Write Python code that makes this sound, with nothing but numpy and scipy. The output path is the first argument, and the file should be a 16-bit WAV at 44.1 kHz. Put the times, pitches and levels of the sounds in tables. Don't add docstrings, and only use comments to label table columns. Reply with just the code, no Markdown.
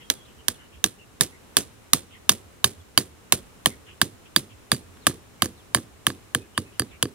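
import sys
import numpy as np
from scipy import signal
from scipy.fft import rfft, irfft
from scipy.io import wavfile
from scipy.ndimage import uniform_filter1d

SR = 44100
rng = np.random.default_rng(int(sys.argv[2]) if len(sys.argv) > 2 else 0)


def waveform_to_disk(signal):
    frames = np.transpose(np.atleast_2d(signal))
    scaled = np.clip(frames, -1, 1) * 32767
    samples = np.round(scaled).astype(np.int16)
    wavfile.write(sys.argv[1], SR, samples)


def decibels_to_gain(level_db):
    exponent = np.asarray(level_db, float) / 20
    return 10 ** exponent


N = 314874

# contact_s, stake_db, blade_db, sand_db, thud_db
HATCHET_BLOWS = [(0.1001, -31, -16.5, -24, -43), (0.4828, -27, -18, -24.5, -29), (.841, -25, -15, -22, -20),
                 (1.209, -23.5, -13.5, -19, -23), (1.568, -16.5, -11.5, -17.5, -26),
                 (1.933, -14, -4, -18.5, -20), (2.293, -14, -0.5, -18.5, -20), (2.643, -15, -9, -19.5, -24),
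                 (2.9758, -13, -9, -19.5, -19), (3.323, -16.5, -10, -19.5, -20),
                 (3.659, -14.5, -13, -21.5, -17), (4.0154, -15.5, -12, -22.5, -19.5),
                 (4.362, -14.5, -9.5, -22, -15.5), (4.717, -15, -14.5, -21, -17.5),
                 (5.0678, -12, -12, -20.5, -18), (5.421, -14, -15.5, -22, -19),
                 (5.7471, -12, -15.5, -22, -20), (6.0674, -16.5, -13, -23.5, -20.5),
                 (6.3482, -19.5, -24, -27.5, -22), (6.577, -17.5, -23.5, -29, -18.5),
                 (6.796, -22.5, -28.5, -29, -20.5), (7.027, -22.5, -31.5, -28.5, -19.5)]


def unit(x):
    return x / np.sqrt(np.mean(x ** 2))


def colour(x, points):
    hz, db = np.transpose(points)
    f = np.fft.rfftfreq(x.shape[-1], 1 / SR) + 1
    gain = decibels_to_gain(np.interp(np.log(f), np.log(hz), db))
    return unit(irfft(rfft(x) * gain, x.shape[-1]))


def ring(push, modes, scatter_db, detune, rise_cycles=1.0):
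    t = np.arange(len(push)) / SR
    out = 0
    for (hz, db, t60), (a, b) in zip(modes, rng.standard_normal((len(modes), 2))):
        swing = 1000. ** (-t / t60) * (1 - np.exp(-t * hz / rise_cycles))
        tone = np.sin(2 * np.pi * hz * (1 + detune * b) * t)
        y = signal.fftconvolve(push, tone * swing)[:len(push)]
        out = out + decibels_to_gain(db + scatter_db * a) * y / np.abs(y).max()
    return out


def add(out, s, sound, pan_db):
    i = max(int(s * SR), 0)
    n = min(sound.shape[-1], N - i)
    out[:, i:i + n] += sound[..., :n] * decibels_to_gain(np.array([[pan_db], [-pan_db]]) / 2)


def sunk(first, last, k):
    return first + (last - first) * k / (len(HATCHET_BLOWS) - 1)


def stir_db(s, sand_db):
    grip_s, loose_db = 0.3, -22.5
    return loose_db * np.exp(-s / grip_s) + 0.9 * (sand_db + 21.5)


def air():
    # pitch_hz, level_db (per Hz)
    hiss_points = [(12, -57), (20, -8), (86, -7), (146, -10.5), (262, -11.5), (337, -13), (422, -12),
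                   (459, -14), (642, -18.5), (1120, -19), (1760, -22.5), (2990, -24.5), (3250, -27),
                   (9400, -27.5), (16000, -36)]
    # pitch_hz, level_db
    housing_dip = [(4000, 1.2), (4750, -3), (5200, -0.8)]
    insect_points = [(5150, -35.5), (5400, -30), (5650, -42.5), (6900, -30.5), (7350, -13.0),
                     (7800, -34.0), (8200, -59.0)]
    noise = rng.standard_normal((5, N))
    shared = signal.sosfilt(signal.butter(1, 900, fs=SR, output="sos"), noise[2])
    swell = unit(uniform_filter1d(rng.standard_normal(N), SR // 3))
    hiss = colour(colour(noise[:2] + 0.47 * shared, hiss_points), housing_dip)
    return hiss * decibels_to_gain(-51 + 0.55 * swell) + decibels_to_gain(-75.5) * colour(noise[3:], insect_points)


def gusts():
    # peak_s, level_db
    puff_events = [(.39, -44), (.77, -38), (2.46, -42.5), (2.8, -39), (3.1, -45), (3.42, -46), (3.93, -52),
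                   (4.13, -46), (4.55, -39.5), (4.89, -40), (5.18, -61), (5.55, -48), (5.92, -44),
                   (6.48, -53.5), (6.95, -41)]
    puff_hz, puff_s, boom_hz, boom_t60_s, breeze_db = 82, 0.038, 91.9, 0.88, -59
    t = np.arange(N) / SR
    wander = 1 + 0.1867 * unit(uniform_filter1d(rng.standard_normal(N), SR // 30))
    puffs = sum(decibels_to_gain(db) * np.exp(-((t - s) / puff_s) ** 2) for s, db in puff_events)
    shake = np.full(N, decibels_to_gain(breeze_db))
    for k, (s, _, _, sand_db, _) in enumerate(HATCHET_BLOWS):
        boom_db = sunk(-50, -40, k) + stir_db(s, sand_db)
        shake += decibels_to_gain(boom_db) * (t > s) * 1000. ** (-np.abs(t - s) / boom_t60_s)
    shake = uniform_filter1d(shake, SR // 40)
    boom = puffs * np.sin(2 * np.pi * np.cumsum(puff_hz * wander) / SR)
    boom = boom + shake * np.sin(2 * np.pi * np.cumsum(boom_hz * wander) / SR)
    return boom * decibels_to_gain(-6.0 + np.array([[-2.], [2.]]))


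def bird_call(length, start_hz, end_hz, db, husk_hz):
    n = int(1.33 * length * SR)
    k = max(int(SR / husk_hz / 1.9), 1)
    husk = rng.standard_normal((2, 2, 9000))
    husk = uniform_filter1d(uniform_filter1d(husk, k), k)[..., :n]
    phase = 2 * np.pi * np.cumsum(np.linspace(start_hz, end_hz, n)) / SR
    call = husk[0] * np.sin(phase) + husk[1] * np.cos(phase)
    swell = np.sin(np.pi * (np.arange(n) / n) ** .7)
    return decibels_to_gain(db - 1) * unit(call) * swell


def birds():
    # start_s, length_s, pitch_hz, level_db
    husky_chirps = [(0, .04, 2930, -50.5), (.245, 0.023, 3760, -58), (.251, 0.07, 2960, -58),
                    (.573, 0.081, 1690, -55), (.723, 0.05, 2900, -54), (2.101, 0.068, 2990, -51.5),
                    (3.861, .07, 2860, -49), (3.867, 0.036, 1720, -53), (4.25, 0.032, 2910, -52.5),
                    (4.494, 0.041, 2890, -53.5), (6.72, 0.053, 2900, -58), (6.904, 0.062, 2495, -51.5)]
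    # start_s, length_s, pitch_hz, level_db
    clear_chirps = [
        (0, 0.028, 2050, -52),
        (.377, 0.048, 3000, -56),
        (.572, 0.091, 2950, -56),
        (.985, 0.053, 2790, -52),
        (1.314, .058, 2050, -55),
        (2.13, 0.052, 2060, -52),
        (3.689, .058, 2080, -51),
        (5.392, 0.034, 2250, -53),
        (6.424, 0.05, 1645, -61),
        (6.539, 0.057, 3020, -50),
    ]
    # start_s, length_s, start_hz, end_hz, level_db
    whistles = [
        (0, 0.087, 3310, 3130, -56),
        (.15, .09, 3400, 3270, -55),
        (.545, 0.02, 3500, 2750, -53),
        (2.79, .025, 3700, 3200, -59),
        (5.01, 0.05, 4600, 2707, -58),
        (5.563, .05, 4600, 2610, -58),
        (6.4, 0.054, 2540, 2500, -57),
        (6.651, 0.054, 2560, 2540, -57),
        (6.885, .044, 4400, 2680, -60),
    ]
    out = np.zeros((2, N))
    for chirps, husk_hz in ((husky_chirps, 580), (clear_chirps, 200)):
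        for s, length, hz, db in chirps:
            add(out, s, bird_call(length, hz, hz * 0.98, db, husk_hz), pan_db=0)
    for s, length, start_hz, end_hz, db in whistles:
        add(out, s, bird_call(length, start_hz, end_hz, db, husk_hz=70), pan_db=0)
    return out


def soil(deep_db, rumble_db):
    # pitch_hz, level_db, t60_s
    soil_modes = [(94.6, -7.5, 0.14), (118.8, 2.5, 0.074)]
    # pitch_hz, level_db (per Hz)
    rumble_points = [(60, -50.5), (110, -3), (230, 7.5), (400, 3), (560, -5), (900, -49)]
    t = np.arange(8192) / SR
    shove = np.exp(-((t - .006) / .002) ** 2)
    deep = ring(shove, soil_modes, scatter_db=1.5, detune=.03)
    rumble = colour(rng.standard_normal(len(t)), rumble_points)
    rumble = rumble * 1000. ** (-t / 0.27) * np.clip(t / 0.018, 0, 1) ** 2
    return decibels_to_gain(deep_db) * deep + decibels_to_gain(rumble_db) * rumble


def thud(db, hz, cycles=0.58):
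    t = np.arange(882) / SR - 0.01
    return decibels_to_gain(db) * np.cos(2 * np.pi * hz * t) * np.exp(-(t * hz / cycles) ** 2)


def sand(db):
    # pitch_hz, level_db (per Hz)
    grain_points = [(290, 5), (500, -1), (919, -11.5), (1060, -9.5), (2570, -9.5), (3020, -8), (4940, -6.5),
                    (5470, -5.5), (9360, 0.5), (16000, -16.5)]
    # pitch_hz, level_db
    trickle_points = [(2500, -2.5), (3500, 2), (5000, -4.5), (7000, -7.5), (9500, -2.1), (12000, -6.5)]
    clump_s, clump_db, trickle_t60_s, trickle_db = 0.0018, 3, 0.25, -12
    t = np.arange(8192) / SR
    grains = rng.standard_normal((2, len(t))) * decibels_to_gain(1.5 * rng.exponential(size=len(t)))
    grains = np.array([grains[0], .7 * grains[0] + .7 * grains[1]])
    clumps = unit(uniform_filter1d(rng.standard_normal(len(t)), int(clump_s * SR)))
    hiss = colour(grains * decibels_to_gain(clump_db * clumps), grain_points)
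    t60 = np.clip(0.1 + 0.0044 * (db + 19), .06, .15)
    trickle = decibels_to_gain(trickle_db) * colour(hiss, trickle_points) * 1000. ** (-t / trickle_t60_s)
    fading = hiss * 1000. ** (-t / t60) + trickle
    return decibels_to_gain(db) * fading * np.minimum(t / 0.0036, 1)


def strike(wood_db, steel_db, contact_s, ringing):
    # pitch_hz, level_db, t60_s
    wood_groups = [
        [(1165, 0.00081, 0.012)],
        [(734, 0.67, 0.01)],
        [(1709, 0.012, 0.011)],
        [(2274, -1.1, 0.011)],
        [(3167, 0.0039, 0.0047)],
    ]
    # pitch_hz, level_db, t60_s
    steel_groups = [
        [(3654, 5.5, 0.0054), (4080, -4.5, 0.0087)],
        [(4688, 0.59, 0.039)],
        [(4600, -8, 0.024), (5560, 5, 0.0048), (5930, 8, 0.0069), (6780, 4, 0.013)],
        [(7840, 0.5, 0.0029), (8860, 9.4, 0.004), (9327, 2.5, 0.014), (9852, 1.2, 0.013)],
        [(11300, 5.5, 0.016), (11740, 7.5, 0.0042), (13320, -5, 0.012), (15050, -2, .007)],
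    ]
    slap_s, slap_db = 0.0024, -9.5
    t = np.arange(3000) / SR
    slap = decibels_to_gain(slap_db) * np.exp(-((t - slap_s) / contact_s * 3) ** 2)
    chatter = 0.28 * rng.standard_normal(len(t)) * (np.exp(-(t / contact_s) ** 2) + slap)
    chatter[0] += 2
    stake = sum(decibels_to_gain(db) * ring(chatter, modes, scatter_db=1., detune=.004)
                for modes, db in zip(wood_groups, wood_db))
    blade = 0
    for modes, db in zip(steel_groups, steel_db):
        held = [(hz, mode_db, t60 * ringing) for hz, mode_db, t60 in modes]
        blade = blade + decibels_to_gain(db) * ring(chatter, held, scatter_db=1., detune=.004)
    sound = stake * decibels_to_gain([[3], [-3]]) + blade
    return signal.sosfilt(signal.butter(3, 560, "high", fs=SR, output="sos"), sound)


def hums(out):
    # start_s, level_db
    hum_events = [
        (6.349, -30.5),
        (6.578, -35.5),
        (6.796, -35),
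        (7.027, -33),
    ]
    # pitch_hz, level_db, t60_s
    hum_modes = [(478.6, 0.17, 0.093)]
    push = np.exp(-np.arange(6000) / 20.)
    for s, db in hum_events:
        hum = ring(push, hum_modes, scatter_db=3.5, detune=0, rise_cycles=1.5)
        add(out, s, decibels_to_gain(db) * hum, pan_db=0.0)


def bounces(out):
    # contact_s, stake_db, long_ring_db, edge_db, thud_db
    bounce_events = [(0.861, -35, -50, -31, -28), (1.235, -40, -50, -30.5, -32),
                     (2.3183, -33, -59, -27, -33), (3.0051, -35, -44.5, -41, -48.5),
                     (4.745, -34.5, -34, -39, -25.5), (4.9697, -47.5, -80, -77.5, -52.5),
                     (5.0953, -35, -60, -51, -24), (5.1094, -36.5, -56, -65, -46),
                     (5.457, -30, -37, -31.5, -22.5), (5.771, -29, -42, -56, -23),
                     (5.7835, -35, -57.5, -64, -25), (6.101, -26.5, -35.5, -43, -25),
                     (6.8189, -27.5, -35, -39.5, -21), (7.0538, -30, -38, -46, -21.5)]
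    for s, stake_db, long_db, edge_db, thud_db in bounce_events:
        wood_db = stake_db + np.array([-1.5, -5.5, -0.5, -9.5, -2])
        steel_db = [stake_db - 11, long_db, edge_db - 3, edge_db - 1.2, edge_db - 6]
        add(out, s + 0.00044, strike(wood_db, steel_db, contact_s=0.00056, ringing=0.88), pan_db=-8.5)
        add(out, s + 0.00343 - 0.01, thud(thud_db, hz=292), pan_db=0.0)


def blows(out):
    # shaft_db, second_bend_db, head_db (re stake), long_ring_db, edge_db (re blade)
    landings = [(-16, 9.5, -3.5, -8, -5), (-7.5, 8.5, -6.5, -8.5, -1.3), (-5, 7, 11.5, -31, -4),
                (-18, 6, -3, -16, 0), (-10.5, 1.4, -3.5, -10, -1), (-15.5, -1.5, -16, -20.5, -4.5),
                (-14.5, -0.5, 5.5, -15.5, -4), (-17, -2.5, 4.5, -12.5, -6.5), (-5, -1.5, 3, -5, -1.5),
                (-1, -4, 9.5, -13.5, 0.5), (-6, 0.7, 9, -24, -1.5), (-5, 6, 0.5, -11.5, -3),
                (-14, 1, -36, -7.5, -6), (-4.5, 0.5, -27, -0.2, -4), (-7, -0.5, -13.3, -17, 0.5),
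                (-6.5, -1.5, 4, -1.5, -1), (-9, -2.5, -1, -5, 1.5), (-6, 3, 6, -17.5, -2.5),
                (-6.5, 5.5, 8, -6.5, 4), (-8.5, 1, -2.5, -4, -1), (-7, 4.5, 3.7, 6.5, 10.5),
                (-2.5, 5.5, 11.5, 4, 14)]
    for k, (blow, landing) in enumerate(zip(HATCHET_BLOWS, landings)):
        s, stake_db, blade_db, sand_db, thud_db = blow
        shaft, bend, head, long, edge = landing
        third_bend, upper, top = -6, sunk(-4.5, -19.5, k), sunk(-5.5, -10, k)
        wood_db = stake_db + 3 + np.array([0, shaft, bend, third_bend, head])
        steel_db = blade_db + 3 + np.array([0, long, upper, edge, top + edge / 2])
        contact_s = sunk(1.7, 0.79, k) / 1000
        ringing = sunk(0.69, 0.88, k)
        add(out, s, strike(wood_db, steel_db, contact_s, ringing), pan_db=sunk(-11, -6, k))
        add(out, s, sand(sand_db), pan_db=-3.)
        stir = stir_db(s, sand_db)
        add(out, s, soil(sunk(-38, -23, k) + stir, sunk(-41, -25, k) + stir), pan_db=-3.5)
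        arrives = s + sunk(14.1, 8.94, k) / 1000 - 0.01
        add(out, arrives, thud(thud_db, sunk(226.4, 246, k)), pan_db=0.0)
        echo = thud(thud_db + sunk(-9.5, -22.5, k), sunk(250, 213, k))
        add(out, arrives + sunk(16.65, 12.74, k) / 1000, echo, pan_db=-1.0)


def hammering():
    port_lag_s = 5.5e-5
    out = np.zeros((2, N))
    blows(out)
    bounces(out)
    hums(out)
    out = signal.sosfilt(signal.butter(2, 70, "high", fs=SR, output="sos"), out)
    padded = N + 126
    lag = np.exp(-2j * np.pi * np.fft.rfftfreq(padded, 1 / SR) * port_lag_s)
    left = irfft(rfft(out[0], padded) * lag, padded)[:N]
    return np.array([left, out[1]])


def scene():
    return air() + gusts() + birds() + hammering()


def top_cut(x):
    return signal.sosfilt(signal.butter(12, 15800, fs=SR, output="sos"), x)


def record(dry):
    band = signal.sosfilt(signal.butter(2, 45, "high", fs=SR, output="sos"), dry)
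    band = signal.sosfilt(signal.cheby1(6, .5, 15600, fs=SR, output="sos"), band)
    return top_cut(np.clip(band, -1, 1))


dry = scene()
out = record(dry)
waveform_to_disk(out)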